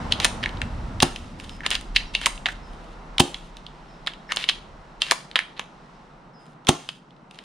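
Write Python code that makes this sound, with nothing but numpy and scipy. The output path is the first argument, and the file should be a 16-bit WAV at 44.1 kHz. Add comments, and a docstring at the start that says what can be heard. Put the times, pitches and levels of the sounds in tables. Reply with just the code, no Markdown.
"""A spring airsoft rifle close by in a fenced yard: first its bolt slides home and locks, then it is dry-fired.
Two more rounds follow: the bolt is drawn back, caught, pushed home and locked, then the trigger lets the piston slam.
Clicks and scrapes are bursts of noise that shake the rifle's resonances; a slam adds ringing tones and a puff of air.
The yard answers with echoes. Behind it all a traffic drone sinks from the start, air rumbles and gusts,
and from about 1.5 s a faint bird gives thin whistles made from gliding sines."""
import sys
import numpy as np
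from scipy import signal
from scipy.io import wavfile
from scipy.ndimage import uniform_filter1d

SR = 44100
rng = np.random.default_rng(int(sys.argv[2]) if len(sys.argv) > 2 else 0)


def put_to_file(sound):
    """Save the sound as 16-bit audio at rate SR, in the file named by the first command-line argument."""
    columns = np.atleast_2d(sound).T  # one column per channel
    safe = np.clip(columns, -1, 1)
    whole_steps = np.round(safe * 32767)
    wavfile.write(sys.argv[1], SR, whole_steps.astype(np.int16))


N = 328096
TIME = np.arange(N) / SR  # seconds

# All levels are relative: each source also has its own overall level.
# Thud, knock and crack say how strongly a force drives the low, middle and high resonances.

# piston hits the cylinder head: start_s, slam_db, pop_db
SHOTS = [(1.0293, -11, -3.5), (3.203, -11, -2), (6.6914, -11.5, -2.5)]
# resonances of receiver, bolt and barrel: pitch_hz, width_hz, level_db
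RIFLE_MODES = [(410.9, 520, -19.5), (754, 230, -9.5), (966, 220, -7.5), (1229, 350, -8.5), (1757, 272, -6),
               (2221.6, 393, -5), (2729.2, 304, -0.5), (3167, 332.5, 0), (3666, 396, -1.5),
               (4062.4, 466, -3.5), (4987, 950, -11.5), (6634, 760, -16), (7430, 600, -19),
               (8858, 840, -18.5), (9719, 600, -19), (13270, 2500, -24.5)]
# left-right likeness of the rifle's chatter: pitch_hz, correlation (no unit)
RIFLE_LIKENESS = [(500, .8), (1000, 0.2), (2000, .85), (3300, .9), (5000, 0.75), (9000, 0.13)]
# muzzle pop and hollow stock: pitch_hz, level_db, t60_s (time to fall by 60 dB)
POP_MODES = [(245.8, 2, 0.0215), (795, 1, 0.01385), (155.5, -12.5, .10), (281.5, -20.5, 0.19),
             (351.5, -15.5, 0.12), (657, -24, .05), (900, -30.5, 0.045), (60, -18.5, 0.067)]
# main spring buzzing after release: pitch_hz, level_db, t60_s
SPRING_MODES = [(3120, -46.5, 0.15), (5740, -60.5, .25), (9570, -51.5, .3), (10040, -54.5, .3)]
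# colour of the air leaving the muzzle: pitch_hz, level_db
BLAST_SPECTRUM = [(120, 3.5), (300, 5.5), (480, -8), (700, 0.5), (1200, 6), (2000, -0.5), (3500, -4.5),
                  (6000, -3.5), (10000, -16.5), (16000, -9.5)]

# bolt drawn back against the spring: start_s, level_db, scrape_db
DRAWS = [(1.663, -17.5, -26.5), (4.3201, -18.5, -33.5)]
# taking up the spring, then a tick and a click over the sear: delay_s, level_db, thud_db, knock_db, crack_db
DRAW_CLICKS = [(0, -0.5, 3.5, 3.5, 2.5), (0.0415, -9.5, 2, 0.5, 15.5), (0.0495, 0, 2, -1.5, -7)]
# last click, near the end of the draw's scrape: start_s, level_db, thud_db, knock_db, crack_db
DRAW_ENDS = [(1.7519, -18, -22.5, 3, -1), (4.4395, -20, -12, -5.5, -10)]
# sear catches the bolt and bounces: start_s, level_db, bounce_gap_s, loss_per_bounce_db
CATCHES = [(1.9616, -8.5, 0.0041, 6.5), (4.4885, -12.5, .0033, 0.5)]
# bolt breaks free and glides forward: start_s, level_db, knock_db, crack_db, scrape_db, ring_db
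PUSHES = [(0.1217, -11, -10, -3.5, -49.5, -38.5), (2.15, -10, -8, -9, -43, -38.5),
          (5.0186, -12, -6.5, -2.5, -37, -27.5)]
# ringing tube of the bolt: pitch_hz, level_db, t60_s
BOLT_MODES = [(2740, 0.5, .16), (3340, -9.5, .05)]
# bolt rams home and rebounds: start_s, level_db, crack_db, rebound_delay_s, rebound_db,
# rebound_thud_db, bump_db, scrape_db
HOMES = [(0.2457, -11.5, 11, 0.00508, -17, 15.5, -22.5, -26),
         (2.259, -12, 10.5, 0.00685, -21, 19, -30, -29.5),
         (5.1107, -11, 7, .0075, -19.5, 17.5, -35.5, -32.5)]
# handle turns down and chatters: start_s, level_db, bounce_gap_s, loss_per_bounce_db (negative grows)
LOCKS = [(0.4283, -30.5, 0.0046, -3), (2.4574, -19.5, .0043, 3), (5.3565, -17.5, .0037, 2.5)]
# handle seats in its notch: start_s, level_db, thud_db, knock_db, crack_db
SEATS = [(0.4588, -31, 1, 21.5, -2.5), (2.486, -32, 6, 25, 1.5), (5.39, -21.5, 0.5, 12.5, -1)]
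# handle knocks against its stop: start_s, level_db, thud_db, knock_db, crack_db
KNOCKS = [(0.6163, -26, 8.5, 13.5, 1.5), (4.0711, -17.5, -2, -3, -9), (4.076, -28.5, 5.5, 15.5, -1),
          (5.594, -26, 9.5, 9.5, 1)]
# trigger is pulled: start_s, level_db
TRIGGERS = [(1.0025, -17.5), (3.1817, -17.5), (6.6692, -19)]
# trigger springs back: start_s, level_db, thud_db, knock_db, crack_db
RELEASES = [(1.16, -29, -16, 2.5, 1.5), (3.3433, -25, -9.5, -6, -6.5), (6.889, -24.5, -4.5, 0, -3.5)]
# loose fittings tick as the grip shifts: start_s, level_db, knock_db, crack_db
TICKS = [(0.4913, -36, -5.5, -2), (0.571, -39, -17.5, -9), (1.3987, -39, 9, 4.5), (1.446, -45, 0.5, 3.5),
         (1.4934, -38, 4, 3.5), (1.6057, -47, 24.5, 2), (1.811, -39.5, 3.5, 10.5),
         (2.3769, -37.5, -1.5, -3), (3.5685, -39.5, -13, 3.5), (3.665, -35, -21, -9.5),
         (4.0636, -33, 1, -2.5), (4.1352, -40, -9, -0.5), (5.313, -37, -3, -4.5), (6.648, -49.5, -1.5, 2),
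         (7.1063, -51, -10, -9.5), (7.1642, -57, -2, -7), (7.31, -45.5, -5.5, 5), (7.3446, -48.5, -3, 0),
         (7.3876, -37.5, 9, -1.5)]
# hand rubs along handle and grip: start_s, length_s, level_db, crack_db
HANDLING = [(0.437, 0.0568, -48, 1), (1.388, 0.181, -52, 8), (2.468, 0.061, -45.5, 7.5),
            (2.66, 0.282, -59, 4.5), (3.471, 0.553, -65, -5.5), (5.565, 0.037, -43.5, -10.5),
            (6.392, 0.148, -65.5, 9.5), (7.332, 0.116, -57, 3.5)]

# colour of each kind of contact: thud_db, knock_db, crack_db
CATCH_COLOUR = (-7.5, -2.5, -6)
BUMP_COLOUR = (12, 4.8, 4)
LOCK_COLOUR = (5.67, 8.8, -5.5)
TRIGGER_COLOUR = (-5, -3.7, 0)
SCRAPE_COLOUR = (1, 4, 1)
TAKE_UP_COLOUR = (10, 22, -2.5)
LEAD_IN_COLOUR = (-3.5, 0, -1)
# colour of the hand's contacts: thud_db, knock_db
HAND_COLOUR = (0, 3)

# echoes from deck, wall and fence: pitch_hz, level_db
YARD_DB = [(100, -21), (300, -13), (900, -10.5), (2500, -13), (5000, -13), (9000, -8.5), (15000, -15.5)]
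# how long the echoes last: pitch_hz, t60_s
YARD_T60 = [(100, 0.13), (900, .45), (3000, .42), (8000, 0.54), (15000, 0.23)]
# gusts on the microphone: peak_s, level_db, half_length_s
GUSTS = [(0.15, -51.5, 0.32), (0.77, -34.5, 0.317), (1.548, -52, .45), (2.698, -58, .4), (4.7, -54, 0.16)]
# colour of the air rumble: pitch_hz, level_db
WIND_SPECTRUM = [(15, -15), (26, -4), (37, -5), (50, -12.5), (70, -23.5), (110, -29.5), (300, -69)]
# loudness of the air rumble: time_s, level_db
WIND_DB = [(0.0, -42), (0.46, -40.5), (0.97, -39), (1.39, -50.5), (1.84, -39), (2.3, -43.5), (2.69, -43),
           (4.45, -56), (4.74, -47.5), (5.16, -61.5), (6.15, -59), (6.36, -67.5), (6.76, -68),
           (7.44, -69.5)]
# colour of the drone at the start: pitch_hz, level_db
DRONE_NEAR = [(35, -27.5), (65, 1.5), (110, -1), (160, -2.5), (220, -0.5), (300, -20), (500, -31),
              (1200, -55)]
# colour of the drone once it is far off: pitch_hz, level_db
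DRONE_FAR = [(35, -31), (65, -22), (100, -18.5), (150, 5), (200, -1.5), (270, 0.5), (360, -18.5),
             (600, -27.5), (1200, -68)]
# colour of far traffic: pitch_hz, level_db
TRAFFIC_SPECTRUM = [(150, -23.5), (330, -2.5), (500, -2), (850, 2), (1250, -2), (1800, -12.5), (3000, -28),
                    (8000, -54.5)]
# loudness of far traffic: time_s, level_db
TRAFFIC_DB = [(0.0, -37.5), (1.01, -45), (1.18, -49.5), (3.17, -47), (3.48, -51), (4.29, -49.5),
              (6.82, -53.5), (6.94, -58), (7.44, -53)]
# colour of the far hiss: pitch_hz, level_db
HISS_SPECTRUM = [(900, -19.5), (2000, -0.5), (3200, -1.5), (4800, -5), (6500, -12.5), (10000, -22),
                 (12000, -40), (16000, -45.5)]
# loudness of the far hiss: time_s, level_db
HISS_DB = [(0, -50.5), (0.8, -56), (2.0, -59.5), (2.8, -60.5), (4.2, -62), (5.3, -64.5), (5.95, -63),
           (6.35, -71.5), (7.44, -71)]
# left-right likeness of the outdoor noise: pitch_hz, correlation (no unit)
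LIKENESS = [(30, .94), (200, 0.9566), (500, 0.84), (1000, 0.25), (2500, 0.48), (5000, 0.73), (12000, 0.071)]
# thin bird whistles: start_s, length_s, pitch_hz, level_db
BIRD = [(1.493, 0.113, 5130, -58), (2.06, 0.078, 5450, -61), (2.625, .11, 5130, -64),
        (3.881, 0.148, 5200, -67.5), (4.278, 0.074, 5130, -58.5), (6.333, 0.177, 5050, -65)]

STRIKE_DB, SLIDE_DB = 33.5, 10.5  # force of a click and of a scrape marked 0 dB
LEAD_IN_S, LEAD_IN_DB, LEAD_IN_RISE_DB = 0.015, -15, 15.5  # short scrape before a push or a catch
TAKE_UP_S, TAKE_UP_DB, TAKE_UP_RISE_DB = 0.03, -15.5, 14.5  # longer scrape as the draw begins
HOME_THUD_DB, HOME_KNOCK_DB = 1.5, 7
REBOUND_KNOCK_DB, REBOUND_CRACK_DB = 3, 11
BUMP_LEAD_S, SWELL_DB = 0.0455, 4.5  # bump this long before home; the scrape then grows this much
HANDLING_TICKS_PER_S, HANDLING_TICK_DB = 14, 4  # tick level against the rub
DRONE_END_DB, DRONE_EXCESS_DB, DRONE_FADE_S = -53, 20, 2.198  # steady level, extra at the start, fade


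def from_db(db):
    """Turn decibels into a gain."""
    return 10 ** (np.asarray(db) / 20)


def rms_one(x):
    """Scale a sound to an average strength (rms) of 1."""
    return x / np.sqrt(np.mean(x ** 2) + 1e-20)


def at_hz(points, hz):
    """Read a table of pitch and value between its points, on a log-pitch axis."""
    points = np.array(points)
    return np.interp(np.log(hz), np.log(points[:, 0]), points[:, 1])


def over_time(points):
    """Turn a table of time and decibels into a gain curve."""
    return from_db(np.interp(TIME, *np.transpose(points)))


def butter(x, hz, kind, order=2):
    """Filter a sound, smoothly keeping lows, highs or a band."""
    sos = signal.butter(order, np.clip(hz, 10, 0.45 * SR), kind, fs=SR, output="sos")
    return signal.sosfilt(sos, x + 1e-18)


def add(track, s, sound):
    """Mix a sound into a track at time s, in seconds."""
    at = int(np.clip(round(s * SR), 0, N - 1))
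    track[..., at:at + sound.shape[-1]] += sound[..., :N - at]


def slow(size, order):
    """Make a slow random wander of strength 1 by averaging noise over `order` samples."""
    noise = rng.standard_normal(size + 8 * order)
    return rms_one(uniform_filter1d(noise, size=order))[:size]


def stereo(pair, alike):
    """Blend two unrelated noises into left and right with a chosen correlation."""
    alike = np.clip(alike, -1, 1)
    middle = np.sqrt(1 + alike) * pair[0]
    side = np.sqrt(1 - alike) * pair[1] * [[1], [-1]]
    return (middle + side) / np.sqrt(2)


def noise_bands(size):
    """Split outdoor noise into half-octave bands, each given as (centre Hz, stereo noise)."""
    edges = 16 * 2 ** np.arange(0, 10.1, 0.5)
    centres = np.sqrt(edges[1:] * edges[:-1])
    white = rng.standard_normal((2, 2, size))
    bands = []
    for k, hz in enumerate(centres):
        pair = butter(white[k % 2], edges[k:k + 2], "band")  # neighbours use separate noises
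        bands.append((hz, stereo(pair, at_hz(LIKENESS, hz))))
    return bands


def coloured(bands, spectrum):
    """Weigh noise bands by a spectrum table to give noise of strength 1."""
    return rms_one(sum(from_db(at_hz(spectrum, hz)) * band for hz, band in bands))


def ring(modes):
    """One blow sets off fading sines, neighbours in opposite phase."""
    t = TIME[:SR // 2]
    out = np.zeros(len(t))
    for k, (hz, db, t60) in enumerate(modes):
        out += (-1) ** k * from_db(db - 60 * t / t60) * np.sin(2 * np.pi * hz * t)
    return out


def blow(hit_db=-4.0, chatter_db=-0.5, chatter_t60=0.0087, rattle_db=-8.0, rattle_t60=0.075, clump_db=2.5):
    """Force of one contact (mid, side): a sharp hit, brief chatter, then loose parts rattling in clumps."""
    t = TIME[:SR // 16]
    chatter = from_db(-60 * t / chatter_t60)
    rattle = from_db(-60 * t / rattle_t60 + clump_db * slow(len(t), order=50))
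    envelope = from_db(chatter_db) * chatter / np.linalg.norm(chatter)
    envelope += from_db(rattle_db) * rattle / np.linalg.norm(rattle)
    hit = from_db(hit_db) * (t == 0) * [[1], [0]]  # one sample, in the middle only
    return hit + envelope * rng.standard_normal((2, len(t)))


def rub(length, start_db, end_db, grain_db=2.5, stick_db=2.5):
    """Force of sliding (mid, side): tiny uneven slips, bunched as the part sticks and frees."""
    size = max(int(length * SR), 2)
    grains = np.minimum(rng.exponential(1, size), 5)
    sizes_db = grain_db * grains + stick_db * slow(size, order=70)
    slips = rms_one(rng.standard_normal((2, size)) * from_db(sizes_db))
    return slips * from_db(np.linspace(start_db, end_db, size))


def click(s, db, colour):
    """One part hits another, as a single force on the rifle."""
    return [(s, from_db(STRIKE_DB + db) * blow(), *colour)]


def bounces(s, db, gap_s, loss_db, colour, count=3):
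    """A part hits its stop several times in quick succession."""
    forces = []
    for k in range(count):
        forces += click(s + k * gap_s, db - k * loss_db, colour)
    return forces


def scrape(start, end, db, rise_db, colour):
    """One part slides on another, its force changing by rise_db to end at db."""
    return [(start, rub(end - start, SLIDE_DB + db - rise_db, SLIDE_DB + db), *colour)]


def rifle(forces):
    """Forces shake the rifle's resonances; where they act sets their thud, knock and crack."""
    out = np.zeros((2, N))
    for k, (hz, width, db) in enumerate(RIFLE_MODES):
        drive = np.full((2, N), 1e-18)
        for s, force, thud_db, knock_db, crack_db in forces:
            colour = [(1000, thud_db), (1900, knock_db), (2900, 0.0091), (4100, 0.00052), (7500, crack_db)]
            add(drive, s, force * from_db(db + at_hz(colour, hz)))
        # a two-pole resonator: a wider mode dies sooner
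        r = np.exp(-np.pi * width / SR)
        feed = [(1 - r * r) / 2, 0, (r * r - 1) / 2]
        feedback = [1, -2 * r * np.cos(2 * np.pi * hz / SR), r * r]
        mode = signal.lfilter(feed, feedback, drive)
        out += (-1) ** k * stereo(mode, at_hz(RIFLE_LIKENESS, hz))
    return out


def piston(strike_db=32.5, rush_s=0.0062, rush_db=0.0, release_s=0.013, release_db=-24.5,
           bounce_s=0.0026, bounce_db=-16.0):
    """The sear lets go, the piston rasps down the cylinder, slams into its head and bounces once."""
    forces = []
    for s, db, _ in SHOTS:
        release = rub(release_s - rush_s, release_db, release_db + 6)
        rush = rub(rush_s * 0.85, rush_db, rush_db + 2.5)
        slam = from_db(strike_db + db) * blow()
        bounce = from_db(strike_db + db + bounce_db) * blow()
        # each force ends with its thud, knock and crack in dB
        forces += [(s - release_s, release, 24, 2, 5), (s - rush_s, rush, 8, -1, 10),
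                   (s, slam, 4, 0, 7), (s + bounce_s, bounce, 6, 0, 16)]
    return forces


def spring_rattle(start_db=-40.0, fall_db=18.5, length_s=0.3, colour=(-4.0, 0.0, 6.5)):
    """After each slam the slack spring shivers against the cylinder wall and fades."""
    forces = []
    for s, *_ in SHOTS:
        forces += scrape(s, s + length_s, start_db - fall_db, -fall_db, colour)
    return forces


def muzzle_and_spring():
    """Each slam drives a pop of air out of the barrel and leaves stock and spring ringing."""
    out = np.zeros(N)
    sound = ring(POP_MODES) + ring(SPRING_MODES)
    for s, _, pop_db in SHOTS:
        add(out, s, from_db(pop_db) * sound)
    return out


def muzzle_blast(blast_db=-5.5, blast_t60=0.035):
    """Turbulent air leaves the muzzle as a broad, quickly fading puff of noise."""
    t = TIME[:SR // 8]
    out = np.zeros((2, N))
    for s, _, pop_db in SHOTS:
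        puff = coloured(noise_bands(len(t)), BLAST_SPECTRUM)
        add(out, s, puff * from_db(blast_db + pop_db - 60 * t / blast_t60))
    return out


def bolt():
    """The hand works the action: parts click against their stops and scrape in between."""
    return draw_back() + push_home() + handle_and_trigger() + handling()


def draw_back(rise_db=-2.5, overrun_s=0.012):
    """The bolt takes up the spring, scrapes back over the sear and is caught."""
    forces = []
    for (s, db, scrape_db), (end, end_db, *end_colour) in zip(DRAWS, DRAW_ENDS):
        forces += scrape(s - TAKE_UP_S, s, db + TAKE_UP_DB, TAKE_UP_RISE_DB, TAKE_UP_COLOUR)
        for delay, part_db, *colour in DRAW_CLICKS:
            forces += click(s + delay, db + part_db, colour)
        slide_start = s + DRAW_CLICKS[-1][0]
        forces += scrape(slide_start, end + overrun_s, scrape_db, rise_db, SCRAPE_COLOUR)
        forces += click(end, end_db, end_colour)
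    for s, db, gap_s, loss_db in CATCHES:
        forces += scrape(s - LEAD_IN_S, s, db + LEAD_IN_DB, LEAD_IN_RISE_DB, LEAD_IN_COLOUR)
        forces += bounces(s, db, gap_s, loss_db, CATCH_COLOUR)
    return forces


def push_home(thud_db=-8.0):
    """The bolt breaks free, glides forward, bumps into the chamber, rams home and rebounds."""
    forces = []
    for (s, db, knock_db, crack_db, glide_db, _), (home, *_) in zip(PUSHES, HOMES):
        forces += scrape(s - LEAD_IN_S, s, db + LEAD_IN_DB, LEAD_IN_RISE_DB, LEAD_IN_COLOUR)
        forces += click(s, db, (thud_db, knock_db, crack_db))
        forces += scrape(s, home - BUMP_LEAD_S, glide_db, 0, SCRAPE_COLOUR)
    for s, db, crack_db, rebound_s, rebound_db, rebound_thud_db, bump_db, scrape_db in HOMES:
        bump, rebound = s - BUMP_LEAD_S, s + rebound_s
        forces += click(bump, bump_db, BUMP_COLOUR)
        forces += scrape(bump, rebound, scrape_db, SWELL_DB, SCRAPE_COLOUR)
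        forces += click(s, db, (HOME_THUD_DB, HOME_KNOCK_DB, crack_db))
        forces += click(rebound, rebound_db, (rebound_thud_db, REBOUND_KNOCK_DB, REBOUND_CRACK_DB))
    return forces


def bolt_ring():
    """The bolt's tube rings on as fading sines after it breaks free."""
    out = np.zeros(N)
    sound = ring(BOLT_MODES)
    for s, *_, ring_db in PUSHES:
        add(out, s, from_db(ring_db) * sound)
    return out


def handle_and_trigger():
    """The handle locks down, seats or knocks on its stop; the trigger clicks in and out."""
    forces = []
    for s, db, gap_s, loss_db in LOCKS:
        forces += bounces(s, db, gap_s, loss_db, LOCK_COLOUR)
    for s, db, *colour in SEATS + KNOCKS + RELEASES:
        forces += click(s, db, colour)
    for s, db in TRIGGERS:
        forces += click(s, db, TRIGGER_COLOUR)
    return forces


def handling(spread_db=3.5, rise_db=0.0):
    """The hand shifts on the rifle: soft rubbing, with loose fittings ticking at random."""
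    forces = []
    for s, db, knock_db, crack_db in TICKS:
        forces += click(s, db, (HAND_COLOUR[0], knock_db, crack_db))
    for start, length, db, crack_db in HANDLING:
        colour = (*HAND_COLOUR, crack_db)
        forces += scrape(start, start + length, db, rise_db, colour)
        count = round(length * HANDLING_TICKS_PER_S)
        for when, strength in rng.random((count, 2)):
            tick_db = db + HANDLING_TICK_DB + spread_db * (2 * strength - 1)
            forces += click(start + when * length, tick_db, colour)
    return forces


def yard(x, first_s=0.0055, near_db=5.5, near_t60=0.21, clump_db=3.0):
    """Deck and wall answer quickly, then a thinner tail between the fences; it shifts as the rifle moves."""
    t, hop, shift = TIME[:SR * 5 // 8], SR // 2, SR // 16
    starts = range(-hop, N, hop)
    tails = []
    for hz, band in noise_bands(len(t) + len(starts) * shift):
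        far = from_db(-60 * t / at_hz(YARD_T60, hz))
        near = from_db(near_db - 60 * t / near_t60)
        decay = (far + near) * (t > first_s)
        tails.append((band, from_db(at_hz(YARD_DB, hz)) * decay / np.linalg.norm(decay)))
    out, mono = np.zeros((2, N)), x.mean(axis=0)
    for k, start in enumerate(starts):
        # overlapping pieces of sound each meet a later stretch of the echo noise
        at = np.arange(max(start, 0), min(start + 2 * hop, N))
        piece = mono[at] * np.sin(np.pi * (at - start) / (2 * hop))
        response = sum(band[:, k * shift:k * shift + len(t)] * decay for band, decay in tails)
        response = response * from_db(clump_db * slow(len(t), order=60))
        add(out, at[0] / SR, signal.fftconvolve(piece[None], response, axes=1))
    return out


def gusts(low_hz=55, high_hz=110, calm_db=-74.5):
    """Gusts swell out of a light breeze and sink, thumping on both microphone ports together."""
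    strength = from_db(calm_db)
    for s, db, half_s in GUSTS:
        strength = strength + from_db(db) * np.exp(-((TIME - s) / half_s) ** 2)
    return strength * rms_one(butter(rng.standard_normal(N), [low_hz, high_hz], "band"))


def background(wind_db=-0.5, hum_db=-1.5, hum_hz=36.76, hum_waver_hz=2.0, far_cut_hz=125,
               traffic_db=1.0, gone_s=3.0):
    """Shaped noise makes air rumble, far traffic and hiss; a low hum wavers and a deep drone recedes."""
    bands = noise_bands(N)
    hum_pitch = hum_hz + hum_waver_hz * slow(N, order=6000)
    hum = rms_one(np.sin(2 * np.pi * np.cumsum(hum_pitch) / SR))
    rumble = from_db(wind_db) * coloured(bands, WIND_SPECTRUM) + from_db(hum_db) * hum
    # the drone fades from its near colour to its far one
    far = np.clip(TIME / gone_s, 0, 1)
    far_drone = butter(coloured(bands, DRONE_FAR), far_cut_hz, "high", order=4)
    drone = np.sqrt(1 - far) * coloured(bands, DRONE_NEAR) + np.sqrt(far) * far_drone
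    drone_gain = from_db(DRONE_END_DB + DRONE_EXCESS_DB * np.exp(-TIME / DRONE_FADE_S))
    traffic = from_db(traffic_db) * over_time(TRAFFIC_DB) * coloured(bands, TRAFFIC_SPECTRUM)
    hiss = over_time(HISS_DB) * coloured(bands, HISS_SPECTRUM)
    return over_time(WIND_DB) * rumble + drone_gain * drone + traffic + hiss


def bird(drop_hz=400, drop_s=0.01236, waver_hz=110):
    """A far bird: each whistle is a sine that drops onto its note, wavers and fades."""
    out = np.zeros(N)
    for s, length, hz, db in BIRD:
        t = TIME[:int(length * SR)]
        pitch = hz + drop_hz * np.exp(-t / drop_s) + waver_hz * slow(len(t), order=80)
        swell = np.sin(np.pi * np.sqrt(t / length))  # quick rise, slower fade
        whistle = swell * np.sin(2 * np.pi * np.cumsum(pitch) / SR)
        add(out, s, from_db(db) * rms_one(whistle))
    return out


def scene(right_db=0.24, blast_direct_db=-13.5, piston_yard_db=-4.5):
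    """The piston is shut inside the rifle; the blast points away and returns off the fence; all leans right."""
    action = rifle(bolt()) + bolt_ring()
    slam = rifle(piston() + spring_rattle())
    pop, blast = muzzle_and_spring(), muzzle_blast()
    direct = action + slam + pop + from_db(blast_direct_db) * blast
    echo = yard(action + from_db(piston_yard_db) * slam + pop + blast)
    mix = direct + echo + gusts() + background() + bird()
    return mix * from_db([[-right_db], [right_db]])


def record(dry, edge_hz=10500, top_db=-14.5, stop_hz=16800):
    """The microphone's treble drops in a step, the loudest peaks overload, then the very top is cut."""
    body = butter(dry, edge_hz, "low", order=12)
    treble = butter(dry, edge_hz, "high", order=12)
    overloaded = np.clip(body + from_db(top_db) * treble, -1, 1)
    top_cut = signal.cheby2(14, 60, stop_hz, fs=SR, output="sos")  # 60 dB down from stop_hz upward
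    return signal.sosfilt(top_cut, overloaded)


dry = scene()
out = record(dry)
put_to_file(out)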